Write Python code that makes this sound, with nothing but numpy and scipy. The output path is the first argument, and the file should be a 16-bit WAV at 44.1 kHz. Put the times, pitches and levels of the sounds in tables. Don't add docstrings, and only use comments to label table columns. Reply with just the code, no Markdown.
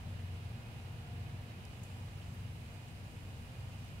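import sys
import numpy as np
from scipy import signal
from scipy.io import wavfile

SR = 44100
rng = np.random.default_rng(int(sys.argv[2]) if len(sys.argv) > 2 else 0)


def file_out(sig):
    cols = np.atleast_2d(sig).T
    lim = np.clip(cols, -1, 1)
    pcm = np.round(lim * 32767).astype(np.int16)
    wavfile.write(sys.argv[1], SR, pcm)


N = 176400
TIME = np.arange(N) / SR

# frequency in Hz, left-right correlation.
MIC_LIKENESS = [(60, 0.95), (110, 0.9), (200, 0.91), (380, 0.72), (700, 0.63), (1290, -0.33), (2300, 0.054),
                (4400, -0.094), (15000, -0.029)]
# frequency in Hz, relative spectral density in dB.
TRAFFIC_SPECTRUM = [(20, -14), (32, -14), (48, -7), (70, 0), (100, 0), (140, -2.5), (185, -9.5), (245, -13),
                    (290, -18), (400, -25.5), (780, -29.5), (1100, -30.5), (2000, -43.5)]
TYRE_SPECTRUM = [(270, -14), (400, -4), (510, 2), (620, -4.5), (800, 0), (1050, -9.5), (1600, -12.5),
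                 (2300, -13), (4000, -26.5)]
AIR_SPECTRUM = [(2000, -3), (5000, -6.5), (7500, -7), (9800, 1.5), (12000, -2.5), (15500, -5.5)]
FAN_SPECTRUM = [(500, -6.5), (1100, 1.5), (1600, 0.5), (2200, 2.5), (2900, 0.5), (3400, -1), (4500, -4),
                (5500, -9), (6700, -11.5), (7700, -10.5), (10000, -16.5), (15500, -59)]
LEAF_SPECTRUM = [(3000, 0), (4500, 4.5), (7500, 6.5), (10000, 3), (15500, -13)]
# time in seconds, gain in dB.
TYRE_GAIN = [(0, -61), (.9, -61.5), (1.7, -61.5), (2.5, -62.5), (3.0, -62.5), (3.5, -61.5), (4, -65)]
ENGINE_GAIN = [(0, -46.5), (.15, -45.5), (.55, -44), (.62, -53), (.9, -49), (1.45, -46.5), (1.62, -56.5),
               (1.74, -55), (1.8, -48), (2.2, -48.5), (2.55, -48), (2.85, -52.5), (3.3, -52), (3.65, -50),
               (4, -49.5)]
HUM_GAIN = [(0, 0), (1.0, 2.5), (2.0, -3), (2.8, -3.5), (4, -2)]
FAN_GAIN = [(0, -60.5), (1.0, -60.5), (2.0, -61), (4, -61)]
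RUSTLE_GAIN = [(0, -84), (1.55, -89), (1.8, -71.5), (2.12, -73.5), (2.32, -71), (2.5, -73.5), (2.88, -73),
               (3.1, -73.5), (4, -72.5)]
# time in seconds, cycles per second.
ENGINE_CYCLE_RATE = [(0, 22.6), (.5, 22.7), (1.0, 22.5), (1.55, 22.8), (1.8, 23.7), (2.4, 23.8),
                     (3.2, 23.6), (4, 24)]
# multiple of the cycle rate, relative level in dB.
ENGINE_HARMONICS = [(2, -21), (4, -1), (5, -5), (6, -14), (7, -19), (8, -19.5), (10, -20.5)]
# multiple of MOTOR_HZ, base level in dB, left minus right in dB,
# phase lead on the left in radians.
HUM_HARMONICS = [(2, -65, 0.5, 0.26), (3, -75, 1.5, 0.19), (4, -73.5, 2.5, 0.2), (6, -72.5, -0.5, 0.67),
                 (8, -85, -5, 0), (12, -78, -4, 2), (14, -74, -4.5, 3)]
# centre in Hz, width in Hz, mean level in dB.
HOUSING_RESONANCES = [(307.4, 14, -74.5), (791, 12, -74.5), (2460, 35, -74), (2522, 35, -72.5),
                      (2696, 60, -74.5), (2798, 40, -73.5), (2923, 45, -73.8), (2984, 35, -74.8)]
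# start in seconds, gain in dB, centre in Hz, width in octaves,
# left minus right in dB, scatter relative to the click in dB.
LEAF_TICKS = [(1.6524, -30.5, 7700, 1.35, -11, -32), (1.8345, -37, 9300, 1.1, 9, -21),
              (1.8358, -30.5, 9100, 0.96, 6, -27), (1.8366, -27.5, 7150, 0.31, -1, -28),
              (2.339, -40, 12500, .6, 3, -16), (2.605, -46, 11000, .7, 0, -18),
              (2.884, -42, 6976, 1, -6, -18)]

TRAFFIC_DB, ROAD_PAN_DB = -49.5, 0.6
ENGINE_FADING_DB, ENGINE_WANDER_RAD, THROB_DB, THROB_HZ = 1.66, 0.28, 2, 14
MOTOR_HZ, MOTOR_WOBBLE, MOTOR_FADING_DB = 117.53, .0014, 1.95
FAN_PAN_DB, SWELL_DB, SWELL_HZ = -4.5, 1.5, 2.2
AIR_DB, AIR_PAN_DB = -70.5, 1.5
CRUNCH_DB, CRUNCH_T60_S, SCATTER_T60_S = -14, 0.006, 0.1
MIC_DELAY_S, TICK_SOFTNESS_HZ = 0.00019, 6500
CRACKLES_PER_S, CRACKLE_DB, CRACKLE_SPREAD_DB, RUSTLE_PAN_DB = 70, -5.5, 2.5, -5
CUTOFF_HZ = 15750


def from_db(db):
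    return 10 ** (np.asarray(db) / 20)


def rms_one(x):
    return x / np.sqrt(np.mean(x ** 2) + 1e-20)


def in_time(rows):
    return np.interp(TIME, *np.transpose(rows))


def at_hz(points, hz):
    freqs, values = np.transpose(points)
    return np.interp(np.log(hz), np.log(freqs), values)


def pan(db):
    return rms_one(from_db(np.array([[db], [-db]]) / 2))


def drift(rate):
    pole = np.exp(-200 * np.pi * rate / SR)
    steps = rng.standard_normal(N // 100 + 2002)
    slow = signal.lfilter([1], [1, -2 * pole, pole * pole], steps)[2000:]
    return np.interp(np.arange(N) / 100, np.arange(len(slow)), rms_one(slow - slow.mean()))


def band(x, low, high, order=2):
    sos = signal.butter(order, [low, min(high, SR / 2 - 500)], "band", fs=SR, output="sos")
    return signal.sosfilt(sos, x)


def diffuse_noise(spectrum, flicker_db, rate):
    edges = 20 * 2 ** (np.arange(31) / 3)
    out, together = 0, drift(rate)
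    white = rng.standard_normal((2, 2, N + SR // 4))
    for k, (low, high) in enumerate(zip(edges, edges[1:])):
        if high < spectrum[0][0] or low > spectrum[-1][0]:
            continue
        mid, side = band(white[k % 2], low, high, order=3)[:, -N:]
        hz = np.sqrt(low * high)
        alike = np.clip(at_hz(MIC_LIKENESS, hz), -1, 1)
        gain = from_db(at_hz(spectrum, hz) + flicker_db * (0.5 * together + drift(rate)))
        out += gain * (np.sqrt(1 + alike) * mid + np.sqrt(1 - alike) * side * [[1], [-1]])
    return rms_one(out)


def far_tone(turns, fading_db, lead=0, wander=0):
    phase = 2 * np.pi * (turns + rng.random()) + wander * drift(6.8) + np.array([[lead], [0]])
    return np.sqrt(2) * np.sin(phase) * from_db(fading_db * drift(2.2))


def traffic():
    return from_db(TRAFFIC_DB) * diffuse_noise(TRAFFIC_SPECTRUM, flicker_db=-0.62, rate=1.9)


def tyres():
    return from_db(in_time(TYRE_GAIN)) * diffuse_noise(TYRE_SPECTRUM, flicker_db=1.15, rate=3.1)


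def air():
    return from_db(AIR_DB) * pan(AIR_PAN_DB) * diffuse_noise(AIR_SPECTRUM, flicker_db=0.1, rate=4)


def engine():
    turns = np.cumsum(in_time(ENGINE_CYCLE_RATE)) / SR
    drone = sum(from_db(db) * far_tone(k * turns, ENGINE_FADING_DB, wander=ENGINE_WANDER_RAD)
                for k, db in ENGINE_HARMONICS)
    return from_db(in_time(ENGINE_GAIN) + THROB_DB * drift(THROB_HZ)) * drone


def motor_hum():
    turns = np.cumsum(MOTOR_HZ * (1 + MOTOR_WOBBLE * drift(5.1))) / SR
    hum = sum(from_db(db) * pan(pan_db) * far_tone(k * turns, MOTOR_FADING_DB, lead)
              for k, db, pan_db, lead in HUM_HARMONICS)
    return from_db(in_time(HUM_GAIN)) * hum


def fan():
    hiss = from_db(in_time(FAN_GAIN)) * diffuse_noise(FAN_SPECTRUM, flicker_db=.5, rate=12)
    for hz, width, db in HOUSING_RESONANCES:
        ringing = rms_one(band(rng.standard_normal((2, N)), hz - width / 2, hz + width / 2, order=1))
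        hiss += from_db(db + SWELL_DB * drift(SWELL_HZ)) * ringing
    return pan(FAN_PAN_DB) * hiss


def ticks():
    out = 0
    soften = signal.butter(1, TICK_SOFTNESS_HZ, fs=SR)
    for start, db, hz, octaves, pan_db, scatter_db in LEAF_TICKS:
        age = np.maximum(TIME - start, 0)
        arrival = start + MIC_DELAY_S * np.array([[pan_db < 0], [pan_db > 0]])
        click = np.arange(N) == (arrival * SR).astype(int)
        crunch = from_db(CRUNCH_DB) * 1000 ** (-age / CRUNCH_T60_S) * rng.standard_normal((2, N))
        scatter = from_db(scatter_db) * 1000 ** (-age / SCATTER_T60_S) * rng.standard_normal((2, N))
        snap = pan(pan_db) * (click + crunch * (age > 0)) + scatter * (age > 0)
        snap = np.sqrt(2) * signal.lfilter(*soften, snap)
        spread = 2 ** (octaves / 2)
        out += from_db(db) * band(snap + 1e-18, hz / spread, hz * spread, order=4)
    return out


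def leaves():
    sizes = from_db(CRACKLE_SPREAD_DB * np.minimum(rng.exponential(1, (2, N)), 3))
    impulses = sizes * (rng.random((2, N)) < CRACKLES_PER_S / SR)
    crackle = from_db(CRACKLE_DB) * rms_one(band(impulses + 1e-18, 4500, 13000, order=1))
    rustle = diffuse_noise(LEAF_SPECTRUM, flicker_db=2, rate=4.6)
    return from_db(in_time(RUSTLE_GAIN)) * pan(RUSTLE_PAN_DB) * (rustle + crackle)


def scene():
    road_pan = pan(ROAD_PAN_DB)
    background = road_pan * traffic() + tyres() + air()
    machines = road_pan * engine() + motor_hum() + fan()
    return background + machines + ticks() + leaves()


def record(dry):
    return signal.sosfilt(signal.ellip(12, .1, 70, CUTOFF_HZ, fs=SR, output="sos"), dry)


dry = scene()
out = record(dry)
file_out(out)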